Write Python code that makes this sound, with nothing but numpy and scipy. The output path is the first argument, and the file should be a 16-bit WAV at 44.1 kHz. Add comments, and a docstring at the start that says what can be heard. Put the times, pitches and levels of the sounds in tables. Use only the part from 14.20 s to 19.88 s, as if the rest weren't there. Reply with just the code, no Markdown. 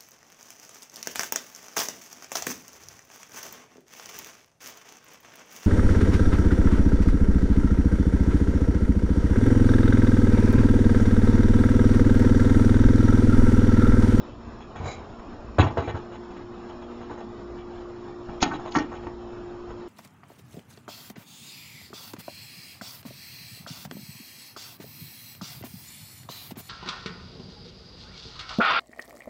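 """A steady electric hum in a small kitchen, over the wash of the room.
Someone slides a utensil, sets a pan down on the sheet-metal stove so that it bounces,
and knocks it twice more; faint taps lie between. Noisy contacts ring decaying metal modes, shaped
noise makes the slide and the wash, wavering sines make the hum, and a short tail adds the room.
Low-bitrate coding colours it: a top band follows each contact, and streaks thin the wash."""
import sys
import numpy as np
from scipy import signal
from scipy.io import wavfile
from scipy.ndimage import uniform_filter1d

SR = 44100
rng = np.random.default_rng(int(sys.argv[2]) if len(sys.argv) > 2 else 0)


def transcribe(u):
    """Save the signal u as a 16-bit wav file named by the first command-line argument.

    u: samples, shape (n,) or (channels, n), limited to [-1, 1]; the rate is SR.
    q: integer samples, one column per channel.
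    """
    v = np.clip(np.atleast_2d(u).T, -1, 1)
    q = np.round(v * 32767).astype(np.int16)
    wavfile.write(sys.argv[1], SR, q)


N = 250481


def gain_of(db):
    """Amplitude factor of a level in dB."""
    return 10 ** (np.asarray(db) / 20)


def evened(x):
    """Scale to an rms of 1."""
    return x / np.sqrt(np.mean(x ** 2) + 1e-20)


def along(rows, t):
    """Straight-line curves through the rows, whose first column is time in seconds."""
    s, *columns = np.transpose(rows)
    return [np.interp(t, s, column) for column in columns]


def wander(t, slow_hz, fast_hz):
    """Random drift of rms 1: 24 sines of random phase, weaker towards the faster ones."""
    rates = np.geomspace(slow_hz, fast_hz, 24)
    return evened(sum(np.sin(2 * np.pi * (f * t + rng.random())) / np.sqrt(f) for f in rates))


def band(x, lo_hz, hi_hz):
    """Band-pass filter."""
    return signal.sosfilt(signal.butter(2, [lo_hz, hi_hz], "band", fs=SR, output="sos"), x)


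def add(mix, s, sound):
    """Lay a sound into the mix at a time in seconds."""
    part = mix[round(s * SR):][:len(sound)]
    part += sound[:len(part)]


def registers(t, ring_tilt_db, scrape_tilt_db):
    """Decaying sines in six groups, low to high: five of stove and pan modes, then the coded top band."""
    # What stove and pan ring with below 6.2 kHz, and above it the coded top band that follows
    # each contact. Each row: frequency in Hz, relative level in dB before tilt and contact point,
    # t60 in seconds.
    contact_modes = [(93, -7, 0.11), (109, 1, 0.06), (170, -26, 0.073), (268, -15, 0.088),
                     (309.4, 17, 0.039), (378.6, -16, 0.21), (446.5, 8.5, 0.033), (535, -1, 0.065),
                     (657, 1, 0.057), (736, 6, 0.029), (839, 5, 0.057), (912, -0.5, 0.05),
                     (968, 3.5, 0.023), (1088, -2, 0.025), (1151, -6, 0.035), (1291, 1.5, 0.027),
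                     (1350, -18, 0.043), (1502, -6, 0.054), (1665, -12.5, 0.041), (1835, -6, 0.094),
                     (2020, -19, 0.02), (2113, -2.5, 0.015), (2360, -3, .022), (2630, 2, 0.015),
                     (2858, -2, 0.022), (3005, -2.5, 0.025), (3305, -3, .025), (3416, -2.5, 0.0098),
                     (3715, -1, 0.013), (3917, -3, .025), (4270, 1, .008), (4460, -5, 0.0064),
                     (4950, -3.5, 0.011), (5520, -1, 0.014), (6100, -8.5, 0.0092), (6540, -2.5, 0.02),
                     (6830, -8, 0.02), (7020, -12, 0.0075)]
    hz, db, t60 = np.transpose(contact_modes)
    group = np.searchsorted([200, 420, 2050, 4100, 6200], hz)
    modes = gain_of(-60 * t / t60[:, None]) * np.sin(2 * np.pi * hz[:, None] * t)
    # only groups 2 (ring) and 3 (crunch) are tilted, in dB per octave around 1 kHz
    tilt_db = np.where(group > 2, scrape_tilt_db, ring_tilt_db) * np.log2(hz / 1000)
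    tilt_db *= (group > 1) & (group < 4)
    # each contact favours other modes
    place_db = 2.5 * np.array([0, .8, .6, 1.2, 1, 1])[group] * rng.standard_normal(tilt_db.shape)
    share = gain_of(db + tilt_db + place_db)
    return [share[:, group == k] @ modes[group == k] for k in range(6)]


def blows():
    """A strike and a grainy rattle drive the lower modes; scraping noise the upper ones and coded top."""
    # Pan and utensil striking the stove. Each row: start in seconds, level in dB of the body at its
    # loudest, then thud, box, crunch, fizz and coded top band in dB against that level, rise in
    # seconds, scrape length in seconds, tilt of the ring and tilt of the crunch in dB per octave.
    stove_blows = [(.267, -46, 11, -21, -35, -26, -22, 0.0055, 0.026, -4, -5),
                   (.554, -35.5, -2, -5, -13, -37, -24, 0.0051, .045, 5, -8),
                   (.599, -38, 11, -10, -20, -30, -30, 0.0037, 0.027, -5, .1),
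                   (.634, -38, 9, 0, -22, -33, -25, .004, 0.02, 1, -2),
                   (.657, -37, 7.5, 1, -21, -30, -25, 0.0035, .03, -1, 4),
                   (1.384, -11.5, -1.5, -22.5, -21, -42, -33, 0.0015, 0.0094, -5, -3),
                   (1.394, -10, 2.5, -1.5, -15, -43.5, -33, 0.00068, 0.03, 3.5, 4.5),
                   (1.423, -22.5, -8.5, 3.5, -22, -27.5, -30.5, 0.0024, 0.038, -2.5, 5.5),
                   (1.439, -28, 11.5, -22.5, -28, -32.5, -32, 0.0043, 0.029, -2.5, 1),
                   (1.461, -26, 3, -4.5, -14.5, -37, -33, 0.0063, 0.028, 0.5, -1),
                   (1.5, -31.5, 2, 1, -25, -30, -34, 0.005, 0.036, -6.5, 1),
                   (1.57, -17.5, -25, -7.5, -22, -37, -39.5, 0.0028, 0.02, -6.5, 8),
                   (1.581, -23, 3.5, -8, -21.5, -34, -36, 0.0023, 0.041, -2, 4),
                   (1.617, -31, -9.5, 1, -14, -40, -28.5, 0.0043, 0.068, -1.5, -1.5),
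                   (1.674, -25, -0.5, -19, -17.5, -43, -35, 0.0032, 0.039, -3.5, 0),
                   (1.692, -33.5, 7.5, -10.5, -12, -32.5, -26, 0.0045, .022, 10, 1.5),
                   (1.739, -31, 7.5, -0.5, -18.5, -34, -31, 0.016, 0.05, -1.5, .1),
                   (4.082, -33, -14, 3, -21, -33, -42, 0.0093, 0.033, -1.5, -6),
                   (4.201, -43, -18, -11, 4, -10, -3.5, 0.0062, 0.02, 6, -0.5),
                   (4.214, -29, -10.5, -8, -4, 3, -2, 0.0058, 0.027, 4, 8),
                   (4.224, -14.5, -24, -.5, -5.5, -16.5, -13, 0.0021, 0.011, 5, 14),
                   (4.258, -33.5, -15, 9.5, -24.5, -29, -21, 0.0044, 0.051, 1, 2),
                   (4.304, -27, -9.5, -2.5, -30, -32, -32, 0.018, 0.029, 8, 1),
                   (4.33, -28.5, -20, 1, -13.5, -32, -29, 0.0031, 0.034, -3, 14),
                   (4.347, -36.5, -16.5, 7, -11, -27.5, -25, .005, 0.022, -7, 15),
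                   (4.447, -32.5, -26, -8, -16.5, -37, -29, 0.01, 0.022, 2, -5),
                   (4.471, -33.5, -23, -7, -14, -37, -26, .004, 0.025, -4, 7),
                   (4.506, -49, -17, -7, -8, -8, -5, 0.004, 0.045, -1, .1),
                   (4.518, -40, -19, -3, -2.5, -3.5, -14, 0.0015, .008, 1.5, 15),
                   (4.537, -37, -21.5, -8, -11, -10, -9, .006, .016, 12, 6),
                   (4.551, -17, -43, -7.5, -12, -23, -28, 0.0018, 0.014, 12, -13),
                   (4.56, -19.5, -31, 5.5, -24.5, -16.5, -26, 0.0034, 0.018, -1, 1.5),
                   (4.582, -28, -9, -3.5, -11.5, -9.5, -20, 0.0017, 0.016, 7.5, -7),
                   (4.596, -33, -12, 9, -7, -16, -27, 0.0054, 0.018, -5.5, 3),
                   (4.612, -36, -2.5, -0.5, -9.5, -24, -24, 0.0056, 0.018, 3, -1),
                   (4.867, -29, -14, -2, -23.5, -41, -39, 0.0017, 0.01, 5, -5)]
    # Faint taps and rustles. 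Each row: start in seconds, level in dB of the body at its loudest,
    # crunch in dB against that level, scrape length in seconds.
    faint_taps = [(.398, -40, -11.5, 0.042), (.981, -42.5, -15, 0.025), (1.91, -39.5, -12, 0.063),
                  (1.939, -39.5, -17, 0.025), (2.099, -42, -15, 0.028), (2.159, -42.5, -12, 0.024),
                  (2.487, -38, -14.5, 0.027), (2.611, -41, -12, 0.04), (2.803, -40, -15.5, 0.046),
                  (2.892, -35.5, -20, 0.053), (2.971, -37, -26, 0.028), (2.994, -40.5, -13, 0.032),
                  (3.37, -46, -7.5, 0.05), (4.389, -35.5, -25, 0.025), (4.63, -44, -19.5, .03),
                  (4.712, -34, -24, 0.022), (4.732, -35, -20, 0.036), (4.746, -42.5, -10, 0.033),
                  (4.82, -41, -14, 0.047), (5.494, -38.5, -19, 0.035)]
    # shared by the taps: layers in dB against the body, rise in s, both tilts in dB per octave
    tap_thud_db, tap_box_db, tap_fizz_db, tap_coded_top_db = -10.5, -8, -40.5, -26.5
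    tap_rise_s, tap_tilt_db = 0.0088, -0.5
    strike = 1.2  # first contact against the rattle, at a rise of strike_rise_s
    strike_rise_s = 0.0014  # a slower contact loses its first strike
    rattle_t60_s, scrape_t60_s = 0.079, 1
    grain_db = 3.2  # unevenness of the contact

    contacts = [*stove_blows]
    for at, db, crunch, length in faint_taps:
        contacts.append((at, db, tap_thud_db, tap_box_db, crunch, tap_fizz_db, tap_coded_top_db,
                         tap_rise_s, length, tap_tilt_db, tap_tilt_db))
    columns = np.transpose(contacts)[:, :, None]
    s, level_db, thud_db, box_db, crunch_db, fizz_db, coded_top_db, rise, scrape, *tilts = columns

    t = np.arange(7000) / SR
    start = 1 - np.exp(-(t / rise) ** 2)
    held = np.exp(-(t / scrape) ** 6)  # lasts while the faces touch, then stops
    rattle_noise, rub_noise, rough = rng.standard_normal((3, len(s), len(t)))
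    grain = start * gain_of(grain_db * evened(uniform_filter1d(rough, 130)))

    push = t[None] * np.exp(-t / 0.0013)  # the whole weight lands once and moves the large panels
    rattle_level = grain * held * gain_of(-60 * t / rattle_t60_s)
    strike_level = strike * np.exp(-t / 0.0028) * (strike_rise_s / rise) ** 3
    rattle = rattle_noise * (rattle_level + strike_level)
    rub = rub_noise * np.sqrt(start * grain) * held * gain_of(-60 * t / scrape_t60_s)

    drives = [push, rattle, rattle, rub, rub, rub]
    thud, box, body, crunch, fizz, coded_top = (
        signal.fftconvolve(drive, ring, axes=1)[:, :len(t)]
        for drive, ring in zip(drives, registers(t, *tilts)))
    parts = [(thud_db, band(thud, 75, 320)),
             (box_db, box),
             (0, band(body, 326, 1900)),
             (crunch_db, band(band(crunch, 1800, 4100), 1800, 4100)),
             (fizz_db, band(band(fizz, 4000, 6700), 4000, 6700)),
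             (coded_top_db, band(band(coded_top, 6120, 8470), 6120, 8470))]
    sounds = 0
    for db, part in parts:
        loudest = uniform_filter1d(part ** 2, 400).max(axis=1, keepdims=True)  # power over 9 ms
        sounds = sounds + gain_of(level_db + db) * part / np.sqrt(2 * loudest)
    out = np.zeros(N)
    for at, sound in zip(s[:, 0], sounds):
        add(out, at, sound)
    return out


def slide():
    """Rubbing noise shakes the panels and rings the utensil; returns the start in s and the sound."""
    # The course of the slide. Each row: time in seconds, then the levels of rumble, rubbing
    # and ringing in dB.
    slide_course = [(0.55, -43, -18, -61), (0.568, -50, -45, -65), (0.592, -46, -49, -59),
                    (0.616, -35, -43.5, -65), (0.664, -37, -35, -43), (0.726, -51, -46, -42),
                    (0.784, -44, -51.5, -62), (0.85, -48, -48, -75)]
    # What the utensil rings with. 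Each row: centre in Hz, width in Hz, relative level in dB.
    ring_bands = [(2290, 200, 0), (2950, 1300, -9), (3960, 170, -4), (4500, 1100, -10), (6900, 800, -7)]
    t = np.arange(slide_course[0][0], slide_course[-1][0], 1 / SR)
    rumble_db, rub_db, ring_db = along(slide_course, t)
    rumble_noise, rub_noise, ring_noise, rough = rng.standard_normal((4, len(t)))
    grain = gain_of(1.5 * evened(uniform_filter1d(rough, 300)))  # the contact catches and slips
    ring = sum(gain_of(db) * evened(band(ring_noise, hz - width / 2, hz + width / 2))
               for hz, width, db in ring_bands)
    rumble = gain_of(rumble_db) * evened(band(rumble_noise, 47, 107))
    rub = gain_of(rub_db) * evened(band(rub_noise, 325, 1020))
    ringing = gain_of(ring_db) * evened(ring) * grain
    return t[0], (rumble + rub + ringing) * signal.windows.tukey(len(t), .15)


def hum():
    """Partials of one steady fundamental, the sixth singing out, and a drifting tone beside them."""
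    # Weaker partials. Each row: multiple of the fundamental, level in dB, wavering in dB
    # (rms; its sign only turns the random drift over).
    weaker_partials = [(1, -57, 6), (2, -60.5, 1.5), (5, -61.5, -5), (7, -58, 3)]
    # The sixth partial sings out once the pan has landed, and more so later.
    # Each row: time in seconds, level in dB.
    sixth_course = [(0, -49.5), (.5, -57.5), (1.35, -52), (1.6, -43), (2.9, -44), (3.3, -41), (5.68, -41)]
    # A wandering tone beside the fourth partial. Each row: time in seconds, frequency in Hz, level in dB.
    drifting_course = [(0, 233.8, -51.5), (2.28, 232.8, -50), (2.38, 237.6, -42), (2.52, 236.7, -46),
                       (2.62, 236.9, -49.5), (2.75, 238.3, -45.5), (2.87, 237.6, -46.5),
                       (2.95, 232.2, -49.5), (4.05, 233.6, -53.5), (4.2, 236, -51), (4.45, 231.3, -50.5),
                       (5.68, 233.3, -50.5)]
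    hum_hz = 58.82  # fundamental
    octave_db = -9  # octave of the drifting tone, against the tone
    t = np.arange(N) / SR
    steady = np.zeros(N)
    for multiple, db, waver_db in [*weaker_partials, (6, *along(sixth_course, t), 0.33)]:
        level = gain_of(db + waver_db * wander(t, 0.585, 22))
        steady += level * np.sin(2 * np.pi * (round(multiple) * hum_hz * t + rng.random()))
    hz, db = along(drifting_course, t)
    turn = 2 * np.pi * np.cumsum(hz) / SR
    tone = np.sin(turn) + gain_of(octave_db) * np.sin(2 * turn)
    drifting = gain_of(db + 2.2 * wander(t, 0.591, 23)) * tone
    return np.sqrt(2) * (steady + drifting)  # the levels are rms


def kitchen(x):
    """Room reflections as decaying noise: a short diffuse tail, duller than the direct sound."""
    t = np.arange(SR // 2) / SR
    tail = rng.standard_normal(len(t)) * gain_of(-60 * t / 0.21) * (t > .006)  # t60 0.21 s, after 6 ms
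    tail = band(tail, 97, 2700)
    return signal.fftconvolve(x, tail / np.linalg.norm(tail))[:N]


def wash():
    """Random short-time spectra with drifting patches, coding streaks and a flicker shared by all bands."""
    # Colour of the room wash. Each row: frequency in Hz, relative spectral level in dB.
    wash_colour = [(12, -61.5), (20, -4.5), (107, -12.5), (151, -20), (224, -10), (294, -9.5), (349, -9),
                   (405, -13), (1140, -15), (1820, -27.5), (2170, -34), (2390, -32), (3630, -34.5),
                   (5390, -39.5), (7250, -38.5), (9420, -79), (16000, -120)]
    # Bands that stand out from it or dip. Each row: centre in Hz, width in Hz, change in dB.
    wash_bands = [(106.4, 8, 9), (190, 75, 7), (677, 58, 4), (5350, 190, 12.5), (6110, 920, -6)]
    wash_db, flicker_db = -43, .9  # rms of the whole wash; rms of the flicker
    # low-bitrate coding leaves thin, mostly downward streaks in the upper middle;
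    # rises stop at streak_top_db
    streak_hz, streak_width_hz, streak_db, streak_top_db = 2940, 1400, 7.5, 4.5
    frames, hz = N // 512 + 5, np.fft.rfftfreq(2048, 1 / SR)
    real, imaginary, patches, streaks = rng.standard_normal((frames, 1025, 4)).T
    streaks = evened(uniform_filter1d(uniform_filter1d(streaks, 3, 0), 9, 1))
    streaks *= streak_db * np.exp(-((hz[:, None] - streak_hz) / streak_width_hz) ** 4)
    patches = evened(uniform_filter1d(uniform_filter1d(patches, 8, 0), 4, 1))
    patches *= 2.3 * np.where(hz < 4100, 1, .55)[:, None]  # dB, calmer in the treble
    t = np.arange(frames) * 512 / SR
    f, db = np.transpose(wash_colour)
    colour_db = np.interp(np.log(hz + 1), np.log(f), db)
    colour_db += sum(d / (1 + (2 * (hz - c) / w) ** 2) for c, w, d in wash_bands)
    flicker = flicker_db * wander(t, 2.5, 14)
    level_db = colour_db[:, None] + patches + np.minimum(streaks, streak_top_db) + flicker
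    spectra = (real + 1j * imaginary) * gain_of(level_db)
    noise = signal.istft(spectra, nperseg=2048, noverlap=1536)[1][:N]
    return gain_of(wash_db) * evened(noise)


def scene():
    """Blows and slide with their room tail, over hum and wash."""
    near = blows()
    add(near, *slide())
    return (near + gain_of(-13.5) * kitchen(near) + hum() + wash())[None]


def record(dry):
    """Clipping; then the response drops by a step just below the band limit."""
    step_hz, limit_hz, step_db = 7320, 7736, -16
    below, limit = (signal.firwin(511, hz, window=("kaiser", 9), fs=SR) for hz in (step_hz, limit_hz))
    squeezed = np.clip(dry, -.7, .7)  # the heaviest blow just overloads the input
    response = below + gain_of(step_db) * (limit - below)
    return signal.oaconvolve(squeezed, response[None], "same")


dry = scene()
out = record(dry)
transcribe(out)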